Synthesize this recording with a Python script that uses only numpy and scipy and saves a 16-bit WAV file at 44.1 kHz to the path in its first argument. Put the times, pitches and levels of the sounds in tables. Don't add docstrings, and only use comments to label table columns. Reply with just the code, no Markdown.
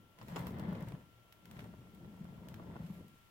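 import sys
import numpy as np
from scipy import signal
from scipy.fft import rfft, irfft
from scipy.io import wavfile
from scipy.ndimage import uniform_filter1d

SR = 44100
rng = np.random.default_rng(int(sys.argv[2]) if len(sys.argv) > 2 else 0)


def transcribe(u):
    v = np.clip(np.atleast_2d(u).T, -1, 1)
    q = np.round(v * 32767).astype(np.int16)
    wavfile.write(sys.argv[1], SR, q)


N = 145530
TIME = np.arange(N) / SR

# time in seconds, relative level in dB.
ROLL_LEVELS = [(0.03, -64), (0.15, -77), (0.22, -52), (0.265, -53.5), (0.31, -48.5), (0.42, -43),
               (0.55, -41.5), (0.7, -42), (0.81, -44), (0.96, -51.5), (1.05, -62), (1.15, -77.5),
               (1.39, -70), (1.5, -55.5), (1.62, -48), (1.69, -51), (1.74, -55), (1.92, -59), (2.05, -50),
               (2.16, -54.5), (2.26, -50), (2.4, -52), (2.5, -50.5), (2.73, -49), (2.92, -54), (3.01, -49),
               (3.1, -63), (3.14, -61.5), (3.18, -73.5)]
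# frequency in Hz, gain in dB, time to fall 60 dB (T60) in seconds.
BASE_MODES = [(82.5, -19, 0.053), (114.5, -10.5, 0.26), (139, -2, 0.12), (176.9, 2.5, 0.13),
              (205.5, -5, 0.1), (274, -19.5, 0.042), (390, -14.5, 0.014)]
# frequency in Hz, relative level in dB.
MAT_SPECTRUM = [(18, -38), (30, -27), (48, -3.5), (75, 9), (100, -5), (140, 8), (290, -5), (400, -12),
                (800, -30), (4000, -48)]
# start in seconds, relative level in dB, pitch in Hz.
DIMPLE_DROPS = [(0.323, -39.5, 166), (0.399, -37.5, 144), (0.64, -40, 150), (0.685, -33, 179.6),
                (0.721, -33.5, 182), (0.825, -36, 154), (0.872, -37.5, 126), (0.936, -36.5, 146),
                (1.786, -45.5, 125), (2.207, -38.5, 182), (2.243, -42, 200), (2.692, -40, 178),
                (2.798, -37, 169), (2.841, -38, 167.6), (2.901, -34.5, 177.6)]
# start in seconds, relative level in dB.
STUD_CROSSINGS = [(0.461, -48), (0.665, -50), (0.864, -52), (2.046, -49), (2.14, -54), (2.236, -46.5),
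                  (2.385, -50), (2.474, -51), (2.555, -52), (2.635, -49), (2.725, -52), (2.809, -46)]
# time in seconds, relative level in dB.
GRIT_LEVELS = [(0.15, -79), (0.22, -57.5), (0.26, -72.5), (0.3, -55), (0.35, -54.5), (0.375, -49),
               (0.41, -50.5), (0.52, -57.5), (0.62, -52), (0.76, -53.5), (0.825, -54.5), (0.865, -59.5),
               (0.94, -59.5), (1.02, -68), (1.15, -89), (1.42, -77), (1.55, -62), (1.64, -65.5),
               (1.72, -70.5), (1.93, -75.5), (2.03, -71), (2.2, -68), (2.5, -67.5), (2.62, -65),
               (2.8, -60.5), (2.94, -76), (3.01, -73), (3.13, -85)]
# frequency in Hz, relative level in dB.
GRIT_SPECTRUM = [(150, -24), (300, -9.5), (400, -3.5), (560, 2), (760, -4), (980, -1), (1450, -10),
                 (1900, -7.5), (2400, -17.5), (3200, -18.5), (4500, -28), (9000, -51)]
# start in seconds, relative level in dB, contact cutoff in Hz, share of the full ring time.
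CASTER_KNOCKS = [(0.214, -44.5, 4200, 0.35), (0.3599, -40.5, 7000, 1), (0.3625, -36, 5240, 0.33),
                 (0.365, -34, 2900, 0.75), (0.37, -38.5, 2600, 0.7), (0.378, -40.5, 2300, 0.81),
                 (0.4686, -39.5, 4170, 0.68), (0.605, -44, 1300, 0.96), (0.681, -47, 1600, 0.63),
                 (0.726, -41, 1410, 0.97), (0.766, -42.5, 1190, 0.69), (0.831, -46.5, 1300, 0.71),
                 (0.921, -54, 2200, 0.55), (1.591, -49, 5000, 0.3), (1.643, -49.5, 1500, 0.75),
                 (1.658, -42.5, 550, .4), (1.737, -36.5, 620, 0.38), (1.821, -56.5, 2250, 0.2),
                 (1.871, -54.5, 2200, 0.33), (2.046, -49.5, 2200, 0.26), (2.142, -54, 1100, 0.38),
                 (2.253, -46.5, 2200, 0.31), (2.324, -53, 796, 0.44), (2.378, -53, 1800, 0.28),
                 (2.472, -45, 750, 0.49), (2.516, -54, 2200, .3), (2.542, -56, 3100, 0.21),
                 (2.597, -41.5, 895, 0.7), (2.606, -41, 700, 0.33), (2.701, -49, 2000, .3),
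                 (2.757, -40, 840, 0.58), (2.7638, -42.5, 1900, 0.55), (2.9, -46, 800, 0.48),
                 (3.007, -46.5, 700, 0.33)]
# frequency in Hz, gain in dB, full T60 in seconds.
CASTER_MODES = [(312, -5, 0.067), (433, -10, 0.063), (543, -6, 0.053), (635, -3.5, 0.059), (859, -6, 0.074),
                (970, -1.5, 0.05), (1134, -1.5, 0.045), (1416, -5, 0.057), (1874, -11.5, 0.06),
                (2680, -10, 0.074), (3270, -3.5, .025), (5090, -10.5, 0.08), (5900, -25, 0.018),
                (7120, -7, 0.047)]
# time in seconds, relative level in dB.
RATTLE_LEVELS = [(1.95, -74), (2.05, -70), (2.2, -71.5), (2.45, -64), (2.6, -62), (2.72, -63.5),
                 (3.01, -68), (3.08, -85)]
# start in seconds, relative level in dB, tilt in dB per octave, decay constant in seconds.
PLASTIC_TICKS = [(0.187, -51.5, -2, 0.0019), (0.228, -57, 2, .0025), (0.283, -51.5, 0, 0.0028),
                 (0.3608, -51, 4, 0.0033), (0.391, -49, 2, .003), (0.407, -48, 7, 0.0013),
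                 (0.469, -41, 8, 0.0015), (0.5854, -51, 1, .0015), (0.596, -47.5, 1, 0.0016),
                 (0.6886, -55, 7, .002), (0.729, -57.5, 5, .003), (0.752, -52, -3, 0.0022),
                 (0.806, -55.5, 5, 0.0038), (0.824, -52, 1.5, 0.0024), (0.8849, -51, 1.5, 0.0031),
                 (0.921, -53.5, -2.5, 0.0022), (1.324, -51, 1, 0.0027), (1.455, -51, 0, 0.0021),
                 (1.512, -48, 1, 0.0016), (1.568, -52.5, -5, 0.0023), (1.592, -46.5, -3.5, 0.0028),
                 (1.604, -52.5, -2.5, 0.0031), (1.641, -57, 0, 0.0022), (1.947, -58.5, 4.5, 0.0031),
                 (2.243, -60.5, 2, .0025), (2.4855, -46, 0.5, 0.0019), (2.542, -46.5, -1, 0.0017),
                 (2.864, -60, 1, 0.005), (3.081, -58, 3.5, .0025)]
# frequency in Hz, relative level in dB.
TICK_SPECTRUM = [(500, -1.5), (1500, 11.5), (3000, 9.5), (6000, 0), (9500, -1.5), (13000, 2), (16000, 2)]
# time in seconds, level in dB.
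RUSTLE_LEVELS = [(0.1, -100), (0.2, -67), (0.26, -68), (0.295, -58.5), (0.345, -64.5), (0.385, -55.5),
                 (0.44, -63), (0.485, -59.5), (0.55, -71.5), (0.66, -75), (0.73, -68), (0.78, -70),
                 (0.88, -67), (1.05, -75.5), (1.42, -78), (1.6, -64.5), (1.72, -72.5), (2.75, -72),
                 (2.85, -66.5), (2.96, -65.5), (3.04, -71.5)]
# frequency in Hz, relative level in dB.
RUSTLE_SPECTRUM = [(800, 10), (2500, 8), (4500, 0), (7000, -2), (9500, -4.5), (13000, -1.5), (16000, -5)]
# time in seconds, level in dB, centre frequency in Hz.
SCRAPE_PATH = [(2.76, -95, 12660), (2.82, -81, 12400), (2.96, -74.5, 11700), (3.0, -80, 11460),
               (3.04, -97, 11300)]
# frequency in Hz, left level in dB, right level in dB.
ELECTRICAL_TONES = [(1361.5, -70, -80.5), (2724, -86.5, -94)]
# time in seconds, frequency in Hz.
WHINE_PITCH = [(0, 10730), (.55, 10752), (.7, 10790), (1.2, 10805), (1.5, 10880), (2.05, 10935),
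               (2.6, 10865), (2.85, 10915), (3.3, 10930)]
# frequency in Hz, relative level in dB.
HISS_SPECTRUM = [(25, -13.5), (80, -8), (118, 0), (170, -28), (400, -21), (550, -25), (1000, -21.5),
                 (1380, -21), (1650, -22.5), (2500, -23.5), (3200, -20.5), (4000, -29.5), (5500, -32),
                 (9500, -36), (13000, -32), (15800, -30)]
# frequency in Hz, correlation from -1 to 1.
EAR_CORRELATION = [(40, 0.75), (170, 0.7), (350, 0.1), (700, 0.56), (1200, -.25), (2500, 0.01), (14000, 0)]

BASE_PAN_DB, CASTER_PAN_DB = 2, 0.5
ROOM_T60_S, ROOM_DB = 0.19, -4.5


def rumble():
    bumps = grains(per_s=450, spread_db=1.5)[0]
    base = sum(from_db(db) * ring(bumps, hz, t60) for hz, db, t60 in BASE_MODES)
    base = from_db(-2) * evened(lowpass(base, hz=480), samples=1800)
    mat = coloured(grains(per_s=450, spread_db=1.5), MAT_SPECTRUM)
    mat = from_db(-9.5) * evened(mat, samples=3000)
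    effort = level(ROLL_LEVELS)
    mat_effort = effort.mean() * (effort / effort.mean()) ** 0.72
    return pan(BASE_PAN_DB) * effort * base + pan(4.5) * mat_effort * mat


def dimple_thumps():
    out = np.zeros(N)
    for start, db, hz in DIMPLE_DROPS:
        add_at(out, start, from_db(db - 1) * swing(hz, rise_s=0.0057))
    return pan(BASE_PAN_DB) * out


def stud_beats():
    out = np.zeros(N)
    for start, db in STUD_CROSSINGS:
        add_at(out, start, from_db(db - 6) * swing(hz=77, rise_s=0.009))
    return pan(BASE_PAN_DB) * out


def grit():
    crunch = grains(per_s=1300, spread_db=1.5) * from_db(3.5 * drift(hz=25))
    crunch = evened(coloured(crunch + room(crunch), GRIT_SPECTRUM), samples=2200)
    return pan(2) * from_db(-0.5) * level(GRIT_LEVELS) * crunch


def caster_knocks():
    out, t = np.zeros((2, N)), TIME[:SR // 4]
    crack_db, crack_s = -2.5, 0.0055
    for start, db, contact_hz, ring_share in CASTER_KNOCKS:
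        hit = from_db(crack_db) * rng.standard_normal((2, len(t))) * np.exp(-t / crack_s)
        for hz, mode_db, t60 in CASTER_MODES:
            ear_lag_s = rng.normal(0, 0.00021, (2, 1))
            envelope = from_db(mode_db + rng.normal(0, 1.5) - 60 * t / (t60 * ring_share))
            hit += envelope * rng.choice([-1, 1]) * np.sin(2 * np.pi * hz * (t - ear_lag_s))
        add_at(out, start, from_db(db - 4.5) * lowpass(hit, contact_hz))
    return pan(CASTER_PAN_DB) * (out + from_db(-11) * room(out))


def axle_rattle():
    ring_share = 0.43
    modes = sum(from_db(db) * ring(grains(per_s=110, spread_db=3.5), hz, t60 * ring_share)
                for hz, db, t60 in CASTER_MODES)
    taps = lowpass(modes, hz=505)
    centred = taps + taps.mean(axis=0)
    return pan(CASTER_PAN_DB) * level(RATTLE_LEVELS) * evened(centred, samples=3000)


def plastic_ticks():
    out, t = np.zeros((2, N)), TIME[:SR // 5]
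    rise_s, tail_db, tail_s = 0.00028, -19, 0.046
    attack = 1 - np.exp(-t / rise_s)
    tail = from_db(tail_db) * np.exp(-t / tail_s)
    for start, db, tilt, decay_s in PLASTIC_TICKS:
        envelope = attack * (np.exp(-t / decay_s) + tail)
        spectrum = [(hz, band_db + tilt * np.log2(hz)) for hz, band_db in TICK_SPECTRUM]
        noise = coloured(rng.standard_normal((2, len(t))), spectrum)
        add_at(out, start, from_db(db) * envelope * noise)
    return pan(0.5) * out


def rustle():
    rub = grains(per_s=2500, spread_db=3.5)
    return level(RUSTLE_LEVELS) * coloured(rub + room(rub), RUSTLE_SPECTRUM)


def scrape():
    times, db, hz = np.transpose(SCRAPE_PATH)
    slips = rms_one(lowpass(grains(per_s=500, spread_db=1.5) + 1e-18, hz=800))
    carrier = np.sqrt(2) * glide(np.interp(TIME, times, hz))
    return from_db(np.interp(TIME, times, db)) * slips * carrier


def electrical_whine():
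    tones = sum(from_db([[left], [right]]) * np.sin(2 * np.pi * hz * TIME)
                for hz, left, right in ELECTRICAL_TONES)
    whine_hz = np.interp(TIME, *np.transpose(WHINE_PITCH)) + 5 * drift(hz=4.5)
    return tones + from_db(-89.5) * glide(whine_hz)


def room_hiss():
    return pan(2.5) * from_db(-68) * coloured(rng.standard_normal((2, N)), HISS_SPECTRUM)


def room(x):
    t = TIME[:SR // 2]
    tail = rng.standard_normal((2, len(t))) * from_db(-60 * t / ROOM_T60_S)
    tail /= np.sqrt(np.sum(tail ** 2) / 2)
    return from_db(ROOM_DB) * signal.fftconvolve(x, tail, axes=1)[:, :N]


def swing(hz, rise_s):
    t = TIME[:SR // 8]
    return t / rise_s * np.exp(1 - t / rise_s) * np.sin(2 * np.pi * hz * t)


def ring(clicks, hz, t60):
    r, w = from_db(-60 / (t60 * SR)), 2 * np.pi * hz / SR
    return signal.lfilter([1, 0, -1], [1, -2 * r * np.cos(w), r * r], clicks + 1e-18)


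def grains(per_s, spread_db):
    sizes = from_db(spread_db * np.minimum(rng.exponential(1, (2, N)), 4))
    return sizes * rng.choice([-1, 1], (2, N)) * (rng.random((2, N)) < per_s / SR)


def coloured(pair, spectrum):
    hz = np.linspace(0, SR / 2, pair.shape[1] // 2 + 1)
    mid, side = rfft(pair) * from_db(at_hz(spectrum, hz))
    alike = at_hz(EAR_CORRELATION, hz)
    mid, side = mid * np.sqrt(1 + alike), side * np.sqrt(1 - alike)
    return rms_one(irfft([mid + side, mid - side], pair.shape[1]))


def drift(hz):
    r = np.exp(-2 * np.pi * hz / SR)
    return rms_one(signal.lfilter([1], [1, -2 * r, r * r], rng.standard_normal(2 * N))[N:])


def evened(x, samples):
    power = np.mean(np.atleast_2d(x) ** 2, axis=0)
    return x / np.sqrt(uniform_filter1d(power, samples) + 1e-12)


def lowpass(x, hz):
    return signal.sosfilt(signal.butter(2, hz, fs=SR, output="sos"), x)


def glide(hz):
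    return np.sin(2 * np.pi * np.cumsum(hz) / SR)


def add_at(out, start_s, sound):
    span = out[..., int(start_s * SR):][..., :sound.shape[-1]]
    span += sound[..., :span.shape[-1]]


def at_hz(points, hz):
    freqs, values = np.transpose(points)
    return np.interp(np.log(hz + 1), np.log(freqs), values)


def level(rows):
    return from_db(np.interp(TIME, *np.transpose(rows)))


def pan(db):
    return from_db(np.array([[db], [-db]]) / 2)


def rms_one(x):
    return x / np.sqrt(np.mean(x ** 2) + 1e-20)


def from_db(db):
    return 10 ** (np.asarray(db) / 20)


def scene():
    rolling = rumble() + dimple_thumps() + stud_beats() + grit()
    clatter = axle_rattle() + caster_knocks() + plastic_ticks()
    return rolling + clatter + rustle() + scrape() + room_hiss() + electrical_whine()


def record(dry):
    cutoff_hz = 15900
    return signal.sosfilt(signal.ellip(10, .1, 70, cutoff_hz, fs=SR, output="sos"), dry)


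dry = scene()
out = record(dry)
transcribe(out)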